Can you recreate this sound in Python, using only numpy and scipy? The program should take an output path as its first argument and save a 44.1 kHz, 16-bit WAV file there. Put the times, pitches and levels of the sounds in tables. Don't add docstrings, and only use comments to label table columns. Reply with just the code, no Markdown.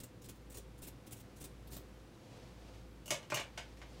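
import sys
import numpy as np
from scipy import signal
from scipy.fft import rfft, irfft
from scipy.io import wavfile
from scipy.ndimage import uniform_filter1d

SR = 44100
rng = np.random.default_rng(int(sys.argv[2]) if len(sys.argv) > 2 else 0)


def linear_from_db(decibels):
    return 10 ** (np.asarray(decibels, float) / 20)


def store_pcm(level_fs):
    pcm = np.round(np.clip(level_fs, -1, 1) * 32767).astype(np.int16)
    wavfile.write(sys.argv[1], SR, np.atleast_2d(pcm).T)


N = 176400


def level(x, db):
    return x * linear_from_db(db) / np.sqrt(np.mean(x ** 2))


def curve(table, x):
    return np.interp(x, *np.array(table, float).T)


def colour(x, table):
    log_hz = np.log(np.fft.rfftfreq(len(x), 1 / SR) + 1)
    gain_db = curve([(np.log(f), db) for f, db in table], log_hz)
    return irfft(rfft(x) * linear_from_db(gain_db), len(x))


def band(x, hz, width):
    f = np.fft.rfftfreq(len(x), 1 / SR) + 1
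    bell = np.exp(-.5 * (np.log(f / hz) / width) ** 2)
    return irfft(rfft(x) * bell, len(x))


def walk(rate):
    k = int(SR / rate)
    steps = np.repeat(rng.standard_normal(N // k + 1), k)
    return 1.3 * uniform_filter1d(uniform_filter1d(steps, k), k)[:N]


def add(track, s, sound):
    i = max(int(s * SR), 0)
    track[i:i + len(sound)] += sound[:N - i]


# frequency in Hz, density in dB per Hz.
AIR_SPECTRUM = [(24, -27), (36, -14), (80, -6), (320, -8.5), (600, -17.5), (1300, -22.5), (4740, -31.5),
                (16000, -43.5)]
# frequency in Hz, width in Hz, level in dB.
DUCT_RESONANCES = [(117.4, 33, -64.5), (193, 39, -71), (305.7, 95, -72), (507.5, 48, -69)]
AIR_DB = -59
FAN_HZ, BEAT_HZ, WEAKEST_S = 55.7, 0.94, 1.15
FAN_DB, SECOND_FAN_DB, OVERTONE_DB = -58, -2, -10


def motor(phase):
    return np.sin(phase) + linear_from_db(OVERTONE_DB) * np.sin(2 * phase)


def ventilation():
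    t = np.arange(N) / SR
    air = level(colour(rng.standard_normal(N), AIR_SPECTRUM), AIR_DB)
    air = air * linear_from_db(.5 * walk(3.4))
    duct = sum(level(band(rng.standard_normal(N), hz, width / hz / 2), db)
               for hz, width, db in DUCT_RESONANCES)
    turn = 2 * np.pi * FAN_HZ * (t + 0.0002 * walk(12))
    lag = 2 * np.pi * BEAT_HZ * (t - WEAKEST_S) + np.pi
    fans = motor(turn) + linear_from_db(SECOND_FAN_DB) * motor(turn + lag)
    return air + duct + linear_from_db(FAN_DB) * fans


# frequency in Hz, density in dB per Hz.
CLOTH_SPECTRUM = [(700, 12), (1500, 0.5), (3000, 2), (5000, -0.5), (8000, -7.5), (14000, -22.5)]
# time in seconds, rustle level in dB.
SLEEVE_MOVES = [
    (0.0, -83),
    (1.9, -89),
    (2.15, -68),
    (2.35, -61),
    (2.55, -65),
    (2.75, -60.5),
    (2.95, -80),
    (3.7, -63.5),
    (3.8, -68.5),
    (4.0, -59),
]


def sleeves():
    patchy = rng.standard_normal(N) * linear_from_db(walk(90))
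    hiss = level(colour(patchy, CLOTH_SPECTRUM), 0)
    return hiss * linear_from_db(curve(SLEEVE_MOVES, np.arange(N) / SR))


# frequency in Hz, 60 dB decay time in seconds.
ROOM_DECAY = [(200, 0.21), (1000, 0.29), (3000, 0.18), (7000, 0.2), (14000, 0.05)]
# frequency in Hz, gain in dB.
ROOM_COLOUR = [(150, 3), (600, 0), (1500, 1), (4000, 3), (14000, 0)]
ROOM_GAP_S, ROOM_BUILD_S = 0.0014, 0.0013


def room(x):
    t = np.arange(SR // 2) / SR
    late = np.maximum(t - ROOM_GAP_S, 0)
    tail = sum(band(rng.standard_normal(len(t)), hz, 1.0) * 1000 ** (-t / curve(ROOM_DECAY, hz))
               for hz in 150 * 2 ** np.arange(7.))
    tail = colour(tail, ROOM_COLOUR) * (1 - np.exp(-late / ROOM_BUILD_S))
    return signal.fftconvolve(x, tail / np.sqrt(np.sum(tail ** 2)))[:N]


HELD_T60_S = .042


def ring(modes, extra_db, tune):
    t = np.arange(SR // 4) / SR
    hz, db, t60 = np.array(modes, float).T[:, :, None]
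    t60 = np.minimum(t60, HELD_T60_S)
    sign = (-1.) ** np.arange(len(modes))[:, None]
    partials = np.sin(2 * np.pi * hz * tune * t) * 1000 ** (-t / t60)
    return np.sum(sign * linear_from_db(db + extra_db[:, None]) * partials, axis=0)


# frequency in Hz, level in dB, 60 dB decay time in seconds.
STEEL_MODES = [(2765, -8, .05), (2932, -3, .06), (3045, -9, .05), (3725, -18, .04), (4590, -16, .04),
               (5600, -16, .04), (5830, -16, .04), (6202, -10, .05), (6412, -10, .05), (6767, -14, .04),
               (7600, -17, .03), (9028, -17, .03), (10800, -21, .03), (12300, -22, .025)]
# frequency in Hz, level in dB, 60 dB decay time in seconds.
COUNTER_MODES = [(135, -8, .05), (335, -10, .035), (480, -9, .03), (595, -1, .035), (675, -2, .035),
                 (862, -5, .03), (918, -5, .035), (990, -8, .03), (1200, -7, .025), (1450, -8, .025),
                 (1750, -9, .02), (2075, -7, .02), (2355, -3, .03), (2600, -7, .02)]
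# frequency in Hz, gain in dB.
RATTLE_COLOUR = [(300, 9), (600, 15.5), (1200, -0.5), (2500, 2), (4000, -5), (6500, -1), (9500, -3.5),
                 (16000, -6.5)]
RATTLE_T60_S, RATTLE_RISE_S, RATTLE_WIDTH = .07, .0008, 0.76
SPOT_DB, SPOT_DETUNE, ARM_DETUNE = 1.2, .01, .012
CHATTER_PER_S, CHATTER_T60_S, BOUNCE_SHARE = 1500, .035, .4


def contact(knock_db, rattle_db, hz, steel_db=None):
    t = np.arange(SR // 4) / SR
    spot, chance = rng.standard_normal((3, 14)), rng.random((2, len(t)))

    bounces = (chance[0] < CHATTER_PER_S / SR) * (2 * chance[1] - 1)
    chatter = BOUNCE_SHARE * bounces * 1000 ** (-t / CHATTER_T60_S)
    chatter[0] = 1

    soft_db = -10 * np.log10(1 + (np.array(COUNTER_MODES)[:, 0] / hz) ** 4)
    counter_tune = 1 + SPOT_DETUNE * spot[2][:, None]
    body = ring(COUNTER_MODES, knock_db + soft_db + SPOT_DB * spot[1], counter_tune)
    if steel_db is not None:
        reach_db = steel_db - 10 * np.log10(1 + (np.array(STEEL_MODES)[:, 0] / (2 * hz)) ** 4)
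        for arm_tune in (1, 1 + ARM_DETUNE * spot[1][:, None]):
            body = body + ring(STEEL_MODES, reach_db - 2.5 + SPOT_DB * spot[0], arm_tune)

    noise = band(rng.standard_normal(len(t)), hz, RATTLE_WIDTH)
    rattle = level(colour(noise, RATTLE_COLOUR), rattle_db)
    rattle = rattle * (1 - np.exp(-t / RATTLE_RISE_S)) * 1000 ** (-t / RATTLE_T60_S)
    knocks = signal.fftconvolve(body, chatter / np.sqrt(np.sum(chatter ** 2)))[:len(t)]
    return knocks + rattle


# start in seconds, steel ring in dB, counter knock in dB, rattle in dB,
# contact sharpness in Hz.
CLAMP_HITS = [(3.0577, -53.5, -56.5, -50, 8900), (3.078, -46, -50, -48, 11000),
              (3.1052, -35, -34, -32.5, 4860), (3.118, -51, -34, -44, 1430), (3.134, -45.5, -58, -47, 5400),
              (3.2278, -66, -65, -55, 2420), (3.3004, -73, -44.5, -44.5, 3780),
              (3.3197, -45, -28.5, -35, 1720), (3.3429, -33.5, -42, -37, 6500),
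              (3.3705, -49, -39.5, -34.5, 2200), (3.3963, -45, -40.5, -46.5, 4240),
              (3.356, -62, -43, -43.5, 1000)]
# start in seconds, counter knock in dB, rattle in dB,
# contact sharpness in Hz.
HANDLE_TAPS = [
    (1.766, -57, -55, 805),
    (3.5751, -45, -39.5, 2520),
    (3.585, -60, -64, 1600),
    (3.77, -92, -61, 3500),
    (3.786, -78, -68, 6440),
    (3.8152, -55.5, -49.5, 2040),
]


def clatter():
    out = np.zeros(N)
    for s, steel_db, knock_db, rattle_db, hz in CLAMP_HITS:
        add(out, s, contact(knock_db, rattle_db, hz, steel_db))
    for s, knock_db, rattle_db, hz in HANDLE_TAPS:
        add(out, s, contact(knock_db, rattle_db, hz))
    low_cut = signal.butter(2, 100, "high", fs=SR, output="sos")
    return signal.sosfilt(low_cut, out)


# start in seconds, length in seconds, level in dB,
# brightest frequency in Hz.
BRISTLE_SLIPS = [(0.0, 0.0065, -46, 8000), (0.032, 0.01, -46.5, 9050), (0.213, 0.019, -58.5, 7200),
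                 (0.236, 0.027, -54, 7000), (0.284, 0.015, -46, 7400), (0.338, .035, -68, 9000),
                 (.497, 0.02, -57, 7500), (0.512, 0.022, -59, 10000), (0.539, 0.021, -49, 8100),
                 (0.567, 0.018, -46.5, 9200), (0.776, 0.013, -60.5, 10000), (0.814, 0.041, -51.5, 9500),
                 (.865, 0.021, -47.5, 10000), (1.061, 0.022, -58, 9750), (1.106, 0.014, -56, 8000),
                 (1.116, 0.02, -46.5, 9800), (1.155, 0.034, -60.5, 9000), (1.193, .018, -57, 9500),
                 (1.357, 0.029, -61, 7700), (1.398, .01, -56, 11000), (1.404, 0.019, -47.5, 9200),
                 (1.436, 0.022, -48.5, 8300), (1.671, 0.0081, -55.5, 12000), (1.701, 0.034, -57, 10000),
                 (1.713, 0.044, -50.5, 10900), (1.76, .019, -46, 13200), (1.786, 0.033, -68, 13000)]
# frequency in Hz, density in dB per Hz.
BRISTLE_SPECTRUM = [(300, 16), (700, 3), (1500, -5), (3380, 1), (4550, -2.5), (8660, -1.5), (12400, -4.5),
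                    (16000, 0)]
SLIP_ATTACK_S, SLIP_FADE_S = 0.0026, 0.0092
BRISTLES_PER_S, BRISTLE_SPREAD_DB, UNEVEN_DB, PATCH_DB = 14000, 2.6, 1.4, 2.5
BRIGHT_DB, BRIGHT_WIDTH, BRUSH_RING_DB = -9, 0.3, -24


def brush():
    out, t = np.zeros(N), np.arange(SR // 8) / SR
    steel = ring(STEEL_MODES, np.zeros(len(STEEL_MODES)), 0.91)
    for s, length, db, hz in BRISTLE_SLIPS:
        chance = rng.random((3, len(t)))
        strength = linear_from_db(-BRISTLE_SPREAD_DB * np.log(chance[2]))
        clicks = (chance[0] < BRISTLES_PER_S / SR) * np.sign(chance[1] - .5) * strength
        rasp = level(colour(clicks, BRISTLE_SPECTRUM), 0)
        rasp = rasp + level(band(clicks, hz, BRIGHT_WIDTH), BRIGHT_DB)

        patch_db = PATCH_DB * rng.standard_normal(14) * (np.arange(14) > 0)
        grip = np.c_[np.geomspace(2000, 16000, 14), patch_db]

        swell = np.sin(np.pi * np.clip(t / length, 0, .72))
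        let_go = np.exp(-np.maximum(t - length * 0.98, 0) / SLIP_FADE_S)
        push = swell * (1 - np.exp(-t / SLIP_ATTACK_S)) * let_go
        add(out, s, level(colour(rasp, grip), db) * push)
    out = out * linear_from_db(UNEVEN_DB * walk(250))
    tickle = signal.fftconvolve(out, steel / np.sqrt(np.sum(steel ** 2)))[:N]
    return out + linear_from_db(BRUSH_RING_DB) * tickle


BRUSH_ROOM_DB, HIT_ROOM_DB = -9, -1.5


def scene():
    scrub, hits = brush(), clatter()
    wet = room(linear_from_db(BRUSH_ROOM_DB) * scrub + linear_from_db(HIT_ROOM_DB) * hits)
    return (scrub + hits + wet + sleeves() + ventilation())[None, :]


def band_limit(x):
    return signal.sosfilt(signal.butter(12, 16460, fs=SR, output="sos"), x)


def record(dry):
    keep = np.clip((15850 - np.fft.rfftfreq(N, 1 / SR)) / 150 + .5, 0, 1)
    mix = irfft(rfft(dry) * keep, N)
    return band_limit(mix)


dry = scene()
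out = record(dry)
store_pcm(out)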